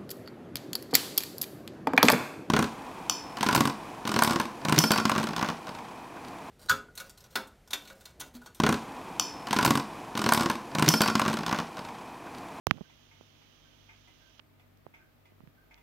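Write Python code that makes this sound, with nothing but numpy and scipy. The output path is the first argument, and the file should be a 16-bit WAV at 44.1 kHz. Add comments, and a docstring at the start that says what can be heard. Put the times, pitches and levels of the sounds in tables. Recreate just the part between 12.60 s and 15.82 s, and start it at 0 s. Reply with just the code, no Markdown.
"""Pendulum clocks in a quiet room

Room tone from a hand-held camera's stereo microphones: mains hum, room noise, hiss and a thin whine.
Out in the room, escapements knock softly on their cases and the walls smear each tick: a slow tall clock,
a quicker lighter one and a faint ringing beat. Right at the microphone, fingers bump and rub the
right port, which hisses while it is covered and clicks when it is let go."""
import sys
import numpy as np
from scipy.fft import rfft, irfft, next_fast_len
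from scipy.io import wavfile
from scipy.ndimage import map_coordinates

SR = 44100
rng = np.random.default_rng(int(sys.argv[2]) if len(sys.argv) > 2 else 0)


def wrap_up_sound(samples):
    """Save the sound to the file named by the first command line argument, as 16-bit audio."""
    columns = np.atleast_2d(samples).T
    # keep every value between -1 and 1, then stretch to whole-number steps
    tamed = np.clip(columns, -1, 1)
    steps = np.round(tamed * 32767).astype(np.int16)
    wavfile.write(sys.argv[1], SR, steps)


N = 142002
T = np.arange(N) / SR

# spectra of the room tone and the microphones' own hiss: f/Hz, relative level/dB
ROOM_SPECTRUM = [(20, -10), (50, 1.5), (130, -3.5), (260, -2), (480, -7.5), (1000, -12), (2000, -14.5),
                 (4000, -21.5), (8000, -33), (16000, -56)]
HISS_SPECTRUM = [(100, 4.5), (4000, -3.5), (6500, -4), (8500, -2.5), (11000, 1), (14000, 5.5), (16000, 3)]
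# likeness of the room tone at the two microphones: f/Hz, correlation
ROOM_CORRELATION = [(60, 0.042), (130, 0.096), (290, 0.021), (640, 0.1), (1400, 0.003), (15000, 0.09)]
# electronic whine: f/Hz, width/Hz, starting level/dB
WHINE_BANDS = [(14420, 110, -92.5), (15140, 90, -98.5)]
# mains hum: f/Hz, left level/dB, right level/dB, throb depth/dB
HUM_LINES = [(98.4, -68, -72, 4), (145.5, -75.5, -74, 1), (245.7, -78, -76.5, 0), (297.5, -81, -81, -0.5),
             (640, -92, -79.5, -0.5), (1235, -84.5, -88, -1)]
# swell of the deep drone under the hum: t/s, level/dB
DRONE_LEVELS = [(.1, -76), (.6, -77), (.95, -74), (1.38, -70), (1.7, -75.5), (2.2, -79), (2.75, -78),
                (3.0, -71.5), (3.2, -67.5)]
# spectra of the covered port's hiss and of a rubbing finger: f/Hz, relative level/dB
COVERED_SPECTRUM = [(100, -8), (600, -20), (1000, -9.5), (2000, -9.5), (2600, -4.5), (3150, 1.5),
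                    (3700, -5), (4400, -10), (6200, -8), (6800, -14), (7500, -33.5), (10000, -55)]
RUB_SPECTRUM = [(30, -27.5), (110, 12.5), (300, 1.5), (600, -15), (1500, -27), (5000, -47)]
# colour the microphone port gives a bump: f/Hz, gain/dB
PORT_RESPONSE = [(30, -0.5), (150, 4.5), (700, 0.5), (1100, 3), (1600, 1), (2400, 5), (4000, 2), (6000, 2),
                 (7300, -5), (9000, -14), (11000, -3.5), (13000, -1.5), (16000, -7)]
# finger contacts: t/s, push level/dB, push f/Hz, push Q, thud f/Hz, thud re push/dB, crack re push/dB
FINGER_CONTACTS = [(0.0694, -8.5, 550, 0.7, 95, -14, -2), (.1102, -1, 1390, 1.75, 262, -16.5, -17.5),
                   (0.1123, -17, 413, 0.42, 126, -4.5, -40), (.172, -39, 1510, 0.34, 198, -21, -17),
                   (0.1788, -40.5, 647, 2.1, 200, -28, -25), (.184, -41, 650, 2.9, 196, -12, -24),
                   (0.2094, -30.5, 270, 0.23, 182, -3.5, -35), (0.2142, -32.5, 280, 0.27, 179, -2, -38),
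                   (0.6105, -38, 426, 1.3, 250, -10.5, -45), (1.7949, -35, 2920, 8.8, 1420, 0.5, -46),
                   (1.7981, -34, 2840, 6, 870, -8.5, -47), (2.174, -46.5, 6050, 0.67, 900, -23.5, -5.5),
                   (2.2662, -29.5, 435, 0.87, 153, -16, -27), (2.721, -54, 280, 1, 248, 0.5, -30),
                   (2.805, -45, 960, 2.7, 189.5, 1.5, -22), (2.8351, -46.5, 144, 1.9, 126, -2.5, -30),
                   (2.8743, -46, 1570, 2.4, 143, 4, -18), (3.1437, -37, 3350, 1.1, 800, -34, -34)]
# beats of each clock: t/s, relative level/dB
SLOW_TICKS = [(.512, -65), (1.290, -59.5), (2.338, -59), (3.109, -61.5)]
QUICK_TICKS = [(.297, -68), (.817, -70), (1.474, -68), (1.995, -70), (2.654, -69), (3.176, -69.5)]
RINGING_TICKS = [(.235, -71), (1.03, -70.5), (1.605, -66.5), (2.385, -65), (2.965, -65)]
# modes of each clock case: f/Hz, width/Hz, relative level/dB, t60 of the room tail/s
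SLOW_CASE = [(717, 76, -11, 0.38), (896, 32.7, -6.5, 0.26), (1236, 116, -12, 0.38), (1560, 200, -8.5, 0.48),
             (2143, 130, 2, 0.28), (2440, 148, -3, 0.33), (3270, 350, -12, 0.38), (5560, 1550, -15.5, 0.45)]
QUICK_CASE = [(753, 100, -2.5, 0.23), (943, 25, -4.5, 0.42), (1233, 240, -1.5, 0.1), (2040, 45, -1.5, 0.35),
              (2340, 320, 0, 0.27), (2830, 420, -6, 0.3), (3440, 100, -3, 0.076), (4600, 2700, -5.5, 0.23)]
RINGING_CASE = [(1549, 55, 0.003, 0.38)]

INPUT_OPENS_S, PORT_RELEASED_S = 0.068, 1.798


def amp(db):
    """Decibels to gain."""
    return 10 ** (np.asarray(db) / 20)


def unit(x):
    """Scale to rms 1."""
    return x / np.sqrt(np.mean(x ** 2) + 1e-20)


def along(points, hz):
    """Read (f/Hz, value) points on a log frequency axis."""
    f, v = np.transpose(points)
    return np.interp(np.log(hz + 1), np.log(f + 1), v)


def wobble(rate):
    """A smooth random curve, rate knots a second."""
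    return map_coordinates(rng.standard_normal(int(N * rate / SR) + 4), [T * rate])


def filtered(x, response):
    """Pass x through a complex response of frequency."""
    size = next_fast_len(N + SR // 2)
    return irfft(rfft(x, size) * response(np.fft.rfftfreq(size, 1 / SR)), size)[..., :N]


def resonance(f, hz, width):
    """Causal response of one resonance."""
    return 1j * f * width / (hz * hz - f * f + 1j * f * width)


def minimum_phase(colour, size):
    """Causal response of a (f/Hz, gain/dB) colour."""
    cepstrum = irfft(np.log(amp(along(colour, np.fft.rfftfreq(size, 1 / SR)))))
    cepstrum[1:size // 2] *= 2
    cepstrum[size // 2 + 1:] = 0
    return np.exp(rfft(cepstrum))


def noise(spectrum):
    """Two unrelated coloured noises of rms 1."""
    return unit(filtered(rng.standard_normal((2, N)), lambda f: amp(along(spectrum, f))))


def band_noise(hz, width):
    """Two unrelated noises of rms 1 inside one steep resonance."""
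    return unit(filtered(rng.standard_normal((2, N)), lambda f: resonance(f, hz, 2 * width) ** 2))


def gate(start, end, edge_s):
    """1 between two times, with short ramps."""
    return np.clip((T - start) / edge_s, 0, 1) * np.clip((end - T) / edge_s, 0, 1)


def room_tone(level_db=-65.5):
    """Diffuse room noise, nearly unrelated at the two microphones."""
    def mid_side_gains(f):
        angle = np.arccos(along(ROOM_CORRELATION, f)) / 2
        return np.array([np.cos(angle), np.sin(angle)])

    mid, side = filtered(noise(ROOM_SPECTRUM), mid_side_gains)
    return amp(level_db) * unit(np.array([mid + side, mid - side]))


def microphone_noise(hiss_db=-75.5, whine_db_per_s=3.5):
    """The microphones' own hiss and a thin electronic whine that grows."""
    whine = sum(amp(db) * band_noise(hz, width) for hz, width, db in WHINE_BANDS)
    return amp(hiss_db) * noise(HISS_SPECTRUM) + amp(whine_db_per_s * T) * whine


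def mains_hum(drift_hz=0.97, flutter_db=-0.1, throb_peak_s=0.61, throb_period_s=0.72, drone_hz=48.5):
    """Slightly unsteady mains lines, the strongest throbbing, over a deep drone that swells and sinks."""
    drift = np.cumsum(drift_hz * wobble(6)) / SR
    throb = np.cos(2 * np.pi * (T - throb_peak_s) / throb_period_s)

    def line(hz):
        tone = np.sqrt(2) * np.sin(2 * np.pi * (hz * T + drift + rng.random()))
        return tone * amp(flutter_db * wobble(2.2))

    lines = sum(amp([[left_db], [right_db]]) * amp(depth_db * throb) * line(hz)
                for hz, left_db, right_db, depth_db in HUM_LINES)
    drone = amp(np.interp(T, *np.transpose(DRONE_LEVELS))) * line(drone_hz)
    return lines + drone


def finger_bumps(thud_q=1.6, crack_hz=6550, crack_q=0.26):
    """Each contact is a push of air, a thud of the housing and a tiny crack, heard through the port."""
    out = np.zeros(N + SR)
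    size = 8192
    f = np.fft.rfftfreq(size, 1 / SR)
    port = minimum_phase(PORT_RESPONSE, size)

    def swing(hz, q):
        """One damped swing of peak 1, its edge softened by a low-pass an octave up."""
        rolloff = 1 + 1j * f / (2 * hz) - (f / (2 * hz)) ** 2
        wave = irfft(port * resonance(f, hz, hz / q) / rolloff)
        return wave / abs(wave).max()

    for s, db, hz, q, thud_hz, thud_db, crack_db in FINGER_CONTACTS:
        thud = amp(thud_db) * swing(thud_hz, thud_q)
        crack = amp(crack_db) * swing(crack_hz, crack_q)
        bump = swing(hz, q) + thud - crack
        out[round(s * SR):][:size // 2] -= amp(db) * bump[:size // 2]
    return out[:N]


def handling_noise(rub_db=-44.5, covered_db=-61, leak_db=-32, leak_hz=680):
    """Fingers bump, rub and cover the right port; a dull trace leaks through the housing to the left."""
    rub = amp(rub_db) * noise(RUB_SPECTRUM)[0] * gate(0.051, 0.2, edge_s=0.0046)
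    touch = finger_bumps() + rub
    covered = gate(INPUT_OPENS_S, PORT_RELEASED_S, edge_s=0.004)
    hiss = amp(covered_db) * noise(COVERED_SPECTRUM)[0] * covered
    leak = filtered(touch, lambda f: resonance(f, leak_hz, width=450) * leak_hz / (leak_hz + 1j * f))
    return np.array([amp(leak_db) * leak, touch + hiss])


def clock(ticks, modes, direct_db, case_fade_s, right_db, tail_attack_s=0.003, case_attack_s=0.00093):
    """Each beat of the escapement rings the case; the room smears every mode into a diffuse tail."""
    direct, tails = np.zeros((2, N + SR)), np.zeros((2, N))
    t = np.arange(SR // 2) / SR
    tail_rise = 1 - np.exp(-t / tail_attack_s)
    case_rise = 1 - np.exp(-t / case_attack_s)
    case_envelope = amp(direct_db - 60 * t / case_fade_s) * case_rise
    for hz, width, mode_db, t60 in modes:
        tail_envelope = np.zeros(N + SR)
        damping = np.exp(-width * t / 2)  # on top of the case's fade: broad modes die sooner
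        for (s, tick_db), phase in zip(ticks, rng.random((len(ticks), 2, 1))):
            start = round(s * SR)
            gain = amp(tick_db + mode_db)
            ring = damping * np.sin(2 * np.pi * (hz * t + phase))
            direct[:, start:start + len(t)] += gain * case_envelope * ring
            tail_envelope[start:start + len(t)] += gain * amp(-60 * t / t60) * tail_rise
        tails += tail_envelope[:N] * band_noise(hz, width)
    return (direct[:, :N] + tails) * amp([[0], [right_db]])


def clocks():
    """Three beats right of centre, each at its own pace; the ringing one is mostly room sound."""
    slow = clock(SLOW_TICKS, SLOW_CASE, direct_db=3.5, case_fade_s=0.44, right_db=1.5)
    quick = clock(QUICK_TICKS, QUICK_CASE, direct_db=6.5, case_fade_s=0.079, right_db=2.5)
    ringing = clock(RINGING_TICKS, RINGING_CASE, direct_db=-11, case_fade_s=0.17, right_db=7,
                    tail_attack_s=0.017)
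    return slow + quick + ringing


def scene():
    """Clocks, room and fingers from the camera's position."""
    return clocks() + mains_hum() + room_tone() + microphone_noise() + handling_noise()


def record(dry):
    """The camera opens its input after a moment and keeps nothing above its band limit."""
    top_hz = 15800
    opening = np.clip((T - INPUT_OPENS_S) / 0.001, 0, 1)
    return filtered(dry * opening, lambda f: 1 / np.sqrt(1 + (f / top_hz) ** 160))


dry = scene()
out = record(dry)
wrap_up_sound(out)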